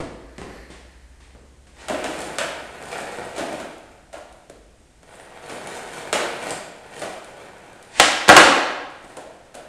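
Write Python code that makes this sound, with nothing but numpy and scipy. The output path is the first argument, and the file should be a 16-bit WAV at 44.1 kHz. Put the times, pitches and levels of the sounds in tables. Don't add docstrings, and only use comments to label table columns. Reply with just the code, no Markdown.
import sys
import numpy as np
from scipy import signal
from scipy.fft import rfft, irfft, next_fast_len
from scipy.io import wavfile
from scipy.ndimage import map_coordinates

SR = 44100
rng = np.random.default_rng(int(sys.argv[2]) if len(sys.argv) > 2 else 0)


def store_pcm(level_fs):
    pcm = np.round(np.clip(level_fs, -1, 1) * 32767).astype(np.int16)
    wavfile.write(sys.argv[1], SR, np.atleast_2d(pcm).T)


N = 426888
TIME = np.arange(N) / SR
AGE = TIME[:2 ** 15]

# start_s, ring_db, boom_db, crack_db, crack_tilt_db_per_octave
CLACKS = [(7.9984, -11, -27.5, -13.5, 3.5), (8.279, -27, -47, -32, -6), (8.283, -34, -27, -27, 7),
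          (8.2902, -5, -17, -12, -1), (8.299, -7, -20, -12.5, -6), (8.3657, -5.5, -22.5, -10, 1.5),
          (8.377, -9, -24, -15, -5)]
# pitch_hz, level_db, t60_s
DECK_MODES = [(307, -16.5, 0.19), (488.5, -16, 0.51), (540, -12, 0.21), (737.5, -5.5, 0.1),
              (810, -7.5, 0.13), (1080, -2, 0.054), (1297, -6, 0.082), (1400, -3.5, 0.06),
              (1620, 0.5, 0.052), (1614, -26.5, 1.26), (1684, -10.5, 0.09), (1945, -4, 0.055),
              (2136, -5, 0.031), (2432, -6.5, 0.045), (2850, -5, 0.021), (3000, -16, 0.042)]
# freq_hz, level_db
CRACK_SPECTRUM = [(60, -40), (200, -12), (600, 3), (1500, 1.5), (2800, -0.5), (5000, -8.5), (9000, -11),
                  (10200, -21.5), (12500, -34), (13300, -64)]
# freq_hz, level_db
BOOM_SPECTRUM = [(25, -24), (76, -10.5), (110, -17.5), (190, -5), (245, -2), (305, 3), (380, -2), (470, -3),
                 (650, -6), (1500, -47.5)]
FLOOR_HZ, FLOOR_DB, FLOOR_T60_S = 75, -21, 0.7


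def deck_ring():
    ring = np.zeros(len(AGE))
    for pitch_hz, level_db, t60_s in DECK_MODES:
        level_shift, pitch_shift, polarity = rng.standard_normal(3)
        sine = np.sin(2 * np.pi * pitch_hz * (1 + 0.0082 * pitch_shift) * AGE)
        ring += amp(level_db + level_shift - 60 * AGE / t60_s) * sine * np.sign(polarity)
    return ring


def clacks():
    out = np.zeros(N)
    for start_s, ring_db, boom_db, crack_db, tilt_db in CLACKS:
        tilted = [(hz, db + tilt_db * np.log2(np.clip(hz, 900, 3600))) for hz, db in CRACK_SPECTRUM]
        crack = blow(coloured(burst(0.042), tilted))
        boom = blow(coloured(burst(0.123), BOOM_SPECTRUM))
        contact = amp(crack_db) * crack + amp(boom_db) * boom
        floor = amp(boom_db + FLOOR_DB - 60 * AGE / FLOOR_T60_S) * np.sin(2 * np.pi * FLOOR_HZ * AGE)
        add(out, start_s, amp(ring_db - 9) * garage(blow(deck_ring()), direct_db=5.5))
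        add(out, start_s, garage(contact, direct_db=0.0))
        add(out, start_s, floor)
    return out


# pitch_hz, width_hz, level_db
METAL_MODES = [(7400, 900, -15), (9220, 92, 17), (9380, 50, 26), (10900, 300, -18)]
# freq_hz, level_db
RATTLE_SPECTRUM = [(1500, -15.5), (3800, 0), (5700, -4.5), (7200, 2), (9400, 1.5), (10200, -10),
                   (12500, -14), (13300, -20)]


def hardware(force, ring_db):
    rattle = unit(coloured(force, RATTLE_SPECTRUM))
    return rattle + amp(ring_db) * unit(resonant(force, METAL_MODES))


# start_s, level_db, pitch_hz, boom_db, hardness_db, length_s, direct_db
KNOCKS = [(1.884, -31, 660, -19, 0, 0.045, -5.5), (1.898, -24.5, 620, 0.5, -10, .045, -5.5),
          (2.043, -35, 690, 6, 5.5, 0.005, -8), (2.385, -27.5, 670, -6.5, 5.5, 0.0086, -7.5),
          (2.917, -46.5, 728, 2, 12, 0.043, -9), (3.363, -30.5, 665, -7, -5, 0.062, -8),
          (3.38, -25, 650, -0.5, -4.5, 0.068, -10), (3.6, -44.5, 635, 9, 6.5, 0.027, -9),
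          (4.129, -35, 625, -14, -5.5, 0.097, -9), (4.498, -49.5, 440, 5.5, -2.5, 0.011, -0.5),
          (5.031, -56, 493, -4, -5, .02, 1), (5.496, -41, 630, 2, 5, .05, -10),
          (6.128, -18.5, 505, -7, 0.5, 0.053, -8), (7.018, -30.5, 640, -5, -1.5, 0.041, -8.5),
          (9.168, -35.5, 620, -8.5, -7.5, 0.062, -3.5), (9.543, -36.5, 622, -9.5, -6.5, 0.11, -6)]
# freq_hz, level_db
CLATTER_SPECTRUM = [(200, -43), (600, -4), (950, -3.5), (1120, -2), (1400, 1.5), (2000, -3.5), (2900, -5.5),
                    (4500, -14.5), (7000, -17), (13000, -80)]
RATTLE_DB, RATTLE_DB_PER_HARDNESS_DB = -11, 0.93


def knocks():
    out = np.zeros(N)
    for start_s, level_db, pitch_hz, boom_db, hardness_db, length_s, direct_db in KNOCKS:
        plank = [(pitch_hz, 300, 0)]
        hollow = blow(resonant(resonant(burst(3.4 * length_s), plank), plank))
        boom = blow(coloured(burst(3.6 * length_s), BOOM_SPECTRUM))
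        clatter = blow(coloured(burst(2.2 * length_s), CLATTER_SPECTRUM))
        rattle = blow(hardware(burst(length_s), ring_db=-22))
        wood = hollow + amp(boom_db) * boom + amp(hardness_db) * clatter
        rattle_db = level_db + RATTLE_DB + RATTLE_DB_PER_HARDNESS_DB * hardness_db
        add(out, start_s, amp(level_db - 4.0) * garage(wood, direct_db))
        add(out, start_s, amp(rattle_db) * garage(rattle, direct_db + 3.5))
    return out


# time_s, level_db
ROLL_AWAY = [(1.75, -54), (1.83, -35.5), (2.0, -30), (2.75, -38.5), (3.08, -31), (3.55, -37.5), (3.7, -51),
             (4.4, -56), (4.6, -81)]
# time_s, level_db
ROLL_BACK = [(5.05, -54), (5.12, -52), (5.43, -39.5), (5.65, -36.5), (6.48, -33), (6.68, -44.5),
             (7.18, -40), (7.929, -46.5)]
# time_s, level_db
ROLL_OFF = [(8.9, -45), (9.68, -50.5)]


def riding():
    gain = np.zeros(N)
    for run in (ROLL_AWAY, ROLL_BACK, ROLL_OFF):
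        time_s, level_db = np.transpose(run)
        rolling_now = (TIME > time_s[0]) & (TIME < time_s[-1])
        gain += amp(np.interp(TIME, time_s, level_db)) * rolling_now
    return gain


# peak_s, hiss_db
SWERVES = [(2.2, -40), (2.98, -39), (3.55, -42.5), (5.11, -48), (5.21, -48.5), (5.53, -40), (5.75, -35),
           (5.99, -38), (6.491, -32), (7.0, -36), (9.09, -49.5)]
SWERVE_RISE_S, SWERVE_FALL_S = 0.13, 0.11
SWERVE_RUMBLE_DB = 8
HISS_DB = -13.5
# freq_hz, level_db
RUMBLE_SPECTRUM = [(30, -34), (100, -10), (160, -4.5), (190, -1.5), (225, -6.5), (400, -2), (550, 0),
                   (770, 0.5), (1080, -8.5), (1450, -6), (2300, -9.5), (3600, -18.5), (6000, -29),
                   (13000, -36.5)]


def bumps(spiky_db):
    return rng.standard_normal(N) * amp(spiky_db * wobble(400))


def rolling():
    ride = riding()
    scrub = sum(swell(peak_s, db, SWERVE_RISE_S, SWERVE_FALL_S) for peak_s, db in SWERVES)
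    rumble_gain = np.hypot(ride, amp(SWERVE_RUMBLE_DB) * scrub)
    hiss_gain = np.hypot(amp(HISS_DB) * ride, scrub)
    uneven = amp(0.9 * wobble(12) + 1.8 * wobble(45))
    rumble = rumble_gain * uneven * unit(coloured(bumps(spiky_db=5), RUMBLE_SPECTRUM))
    hiss = amp(-0.5) * hiss_gain * uneven * unit(coloured(bumps(spiky_db=7), RATTLE_SPECTRUM))
    fits = amp(5 * wobble(9))
    singing_gain = hiss_gain * np.minimum(amp(-12.5), amp(39) * hiss_gain)
    singing = singing_gain * fits * unit(resonant(bumps(spiky_db=1), METAL_MODES[1:2]))
    return amp(-5.0) * garage(rumble + hiss + singing, direct_db=-3.0)[:N]


# start_s, level_db
TICKS = [(2.825, -34), (4.1802, -40), (4.5, -40), (7.2453, -35), (7.8265, -37), (9.171, -32.5),
         (9.552, -31)]
GRIT_PER_S, GRIT_DB, GRIT_SCATTER_DB = 4.3, -43.5, 2.5


def ticks():
    clicks = list(TICKS)
    for run in (ROLL_AWAY, ROLL_BACK):
        begin_s, end_s = run[0][0], run[-1][0]
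        for _ in range(round(GRIT_PER_S * (end_s - begin_s))):
            level_db = GRIT_DB + GRIT_SCATTER_DB * rng.standard_normal()
            clicks.append((rng.uniform(begin_s, end_s), level_db))
    out = np.zeros(N)
    for start_s, level_db in clicks:
        click = blow(hardware(burst(0.021), ring_db=-6.0))
        add(out, start_s, amp(level_db - 21.5) * garage(click, direct_db=0.5))
    return out


# start_s, thud_db, scuff_db, scuff_length_s
STEPS = [(0.002, -30.5, -44, 0.22), (0.382, -38.5, -46.5, 0.0031), (0.416, -37, -49.5, 0.0061),
         (0.447, -45, -63, .06), (0.702, -46, -47, 0.67), (1.203, -59, -54, 0.86),
         (1.349, -48.5, -73, 0.073), (1.669, -58, -57.5, 0.23), (9.04, -47, -60, 0.12)]
# freq_hz, level_db
THUD_SPECTRUM = [(25, -3), (100, -3.5), (180, -3), (350, -2), (600, -6.5), (900, -13.5), (2000, -23.5),
                 (6000, -53)]
# freq_hz, level_db
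SCUFF_SPECTRUM = [(200, -8.5), (900, 0.5), (1300, -6), (1850, 1), (2800, -3), (4400, -6), (6000, -9.5),
                  (9200, -8), (10500, -26), (13000, -37)]
# peak_s, level_db, rise_s, fall_s (per 20 dB)
DRAGS = [(1.81, -45, 0.075, 0.13), (8.005, -25.5, 0.071, 0.061)]
# peak_s, level_db, rise_s, fall_s (per 20 dB)
SWISHES = [(.56, -46.5, 0.45, .2), (.87, -60, 0.23, .8)]
# pitch_hz, width_hz, level_db
CLOTH_MODES = [(1800, 460, 2), (4120, 350, -10)]


def shoes():
    out = np.zeros(N)
    for start_s, thud_db, scuff_db, scuff_length_s in STEPS:
        thud = blow(coloured(burst(0.084), THUD_SPECTRUM))
        scuff = blow(coloured(burst(scuff_length_s), SCUFF_SPECTRUM))
        step = amp(thud_db) * thud + amp(scuff_db) * scuff
        add(out, start_s, garage(step, direct_db=-4.5))
    drags = amp(9.5) * coloured(rub(DRAGS), SCUFF_SPECTRUM)
    swishes = amp(10.5) * resonant(rub(SWISHES), CLOTH_MODES)
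    return out + garage(drags + swishes, direct_db=-2.0)[:N]


ENGINE_START_HZ, ENGINE_TOP_HZ, ENGINE_SPEEDUP_S = 54, 77, 1.8
ENGINE_DB, ENGINE_LEAVES_S, ENGINE_FADE_DB_PER_S = -51, 1.03, 5


def engine():
    firing_hz = ENGINE_TOP_HZ + (ENGINE_START_HZ - ENGINE_TOP_HZ) * np.exp(-TIME / ENGINE_SPEEDUP_S)
    level_db = ENGINE_DB - ENGINE_FADE_DB_PER_S * np.maximum(TIME - ENGINE_LEAVES_S, 0)
    hum = unit(np.sin(2 * np.pi * np.cumsum(firing_hz) / SR))
    return amp(level_db + 0.6 * wobble(5)) * hum


# peak_s, level_db, rise_s, fall_s (per 20 dB)
DRONES = [(.6, -52, 8, 4.7), (4.3, -57, 0.4, 1.9)]


def drone():
    narrow = [(51.2, 16, 0)]
    tone = unit(resonant(resonant(rng.standard_normal(N), narrow), narrow))
    return sum(swell(*row) for row in DRONES) * tone


# freq_hz, level_db
AIR_SPECTRUM = [(20, -8), (50, -8), (100, -9.5), (240, -12.5), (400, -17), (750, -20), (1100, -25.5),
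                (1900, -25), (4500, -31), (9200, -29.5), (10500, -40), (12600, -45), (13300, -25.5)]


def still_air():
    return amp(-53.5) * unit(coloured(rng.standard_normal(N), AIR_SPECTRUM))


# freq_hz, t60_s
GARAGE_DECAY = [(80, 0.3), (260, 1), (700, 1.06), (1800, 0.95), (4800, 0.84), (9000, 0.55), (13000, 0.76)]


def garage(x, direct_db):
    hz, t, z = signal.stft(rng.standard_normal(SR + SR // 4), SR, nperseg=256)
    decay = amp(-60 * t / along(GARAGE_DECAY, hz)[:, None])
    tail = signal.istft(z * decay, SR, nperseg=256)[1]
    tail *= 1 - np.exp(-TIME[:len(tail)] / 0.0013)
    tail /= np.linalg.norm(tail)
    tail[0] = amp(direct_db)
    return signal.fftconvolve(x, tail)


def burst(decay_s):
    fade = amp(-60 * AGE / max(decay_s, 0.001))
    force = rng.standard_normal(len(AGE)) * fade
    for _ in range(3):
        flat = irfft(np.exp(1j * np.angle(rfft(force))))
        force = flat * np.sqrt(fade)
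    return force


def rub(strokes):
    return rng.standard_normal(N) * sum(swell(*row) for row in strokes)


def swell(peak_s, level_db, rise_s, fall_s):
    return amp(level_db - 20 * np.maximum((peak_s - TIME) / rise_s, (TIME - peak_s) / fall_s))


def wobble(rate_hz):
    knots = rng.standard_normal(int(N * rate_hz / SR) + 4)
    return map_coordinates(knots, [TIME * rate_hz])


def resonant(x, modes):
    def response(f):
        return sum(amp(db) * 1j * f * w / (c * c - f * f + 1j * f * w) for c, w, db in modes)
    return filtered(x, response)


def coloured(x, spectrum):
    def response(hz):
        cepstrum = irfft(np.log(amp(along(spectrum, hz))))
        cepstrum[1:len(hz) - 1] *= 2
        cepstrum[len(hz):] = 0
        return np.exp(rfft(cepstrum))
    return filtered(x, response)


def filtered(x, response):
    m = 2 * next_fast_len(len(x) // 2 + 4096)
    return irfft(rfft(x, m) * response(np.fft.rfftfreq(m, 1 / SR)), m)[:len(x)]


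def along(points, hz):
    f, v = np.transpose(points)
    return np.interp(np.log(hz + 1), np.log(f + 1), v)


def amp(db):
    return 10 ** (np.asarray(db) / 20)


def unit(x):
    return x / np.sqrt(np.mean(x ** 2) + 1e-20)


def blow(x):
    return x * np.sqrt(0.065 * SR / (np.sum(x ** 2) + 1e-20))


def add(track, start_s, x):
    part = track[max(round(start_s * SR), 0):][:len(x)]
    part += x[:len(part)]


def scene():
    board = clacks() + knocks() + rolling() + ticks()
    background = engine() + drone() + still_air()
    return (board + shoes() + background)[None]


TOP_HZ = 15800


def record(dry):
    heard = filtered(dry[0], lambda hz: amp(-40 * np.clip((hz - 12600) / 600, 0, 1)))
    clipped = heard / (1 + np.abs(heard) ** 8) ** (1 / 8)
    band = [(12500, 0), (13300, -4), (TOP_HZ - 400, -6), (TOP_HZ + 400, -80)]
    return filtered(clipped, lambda hz: amp(along(band, hz)))[None]


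dry = scene()
out = record(dry)
store_pcm(out)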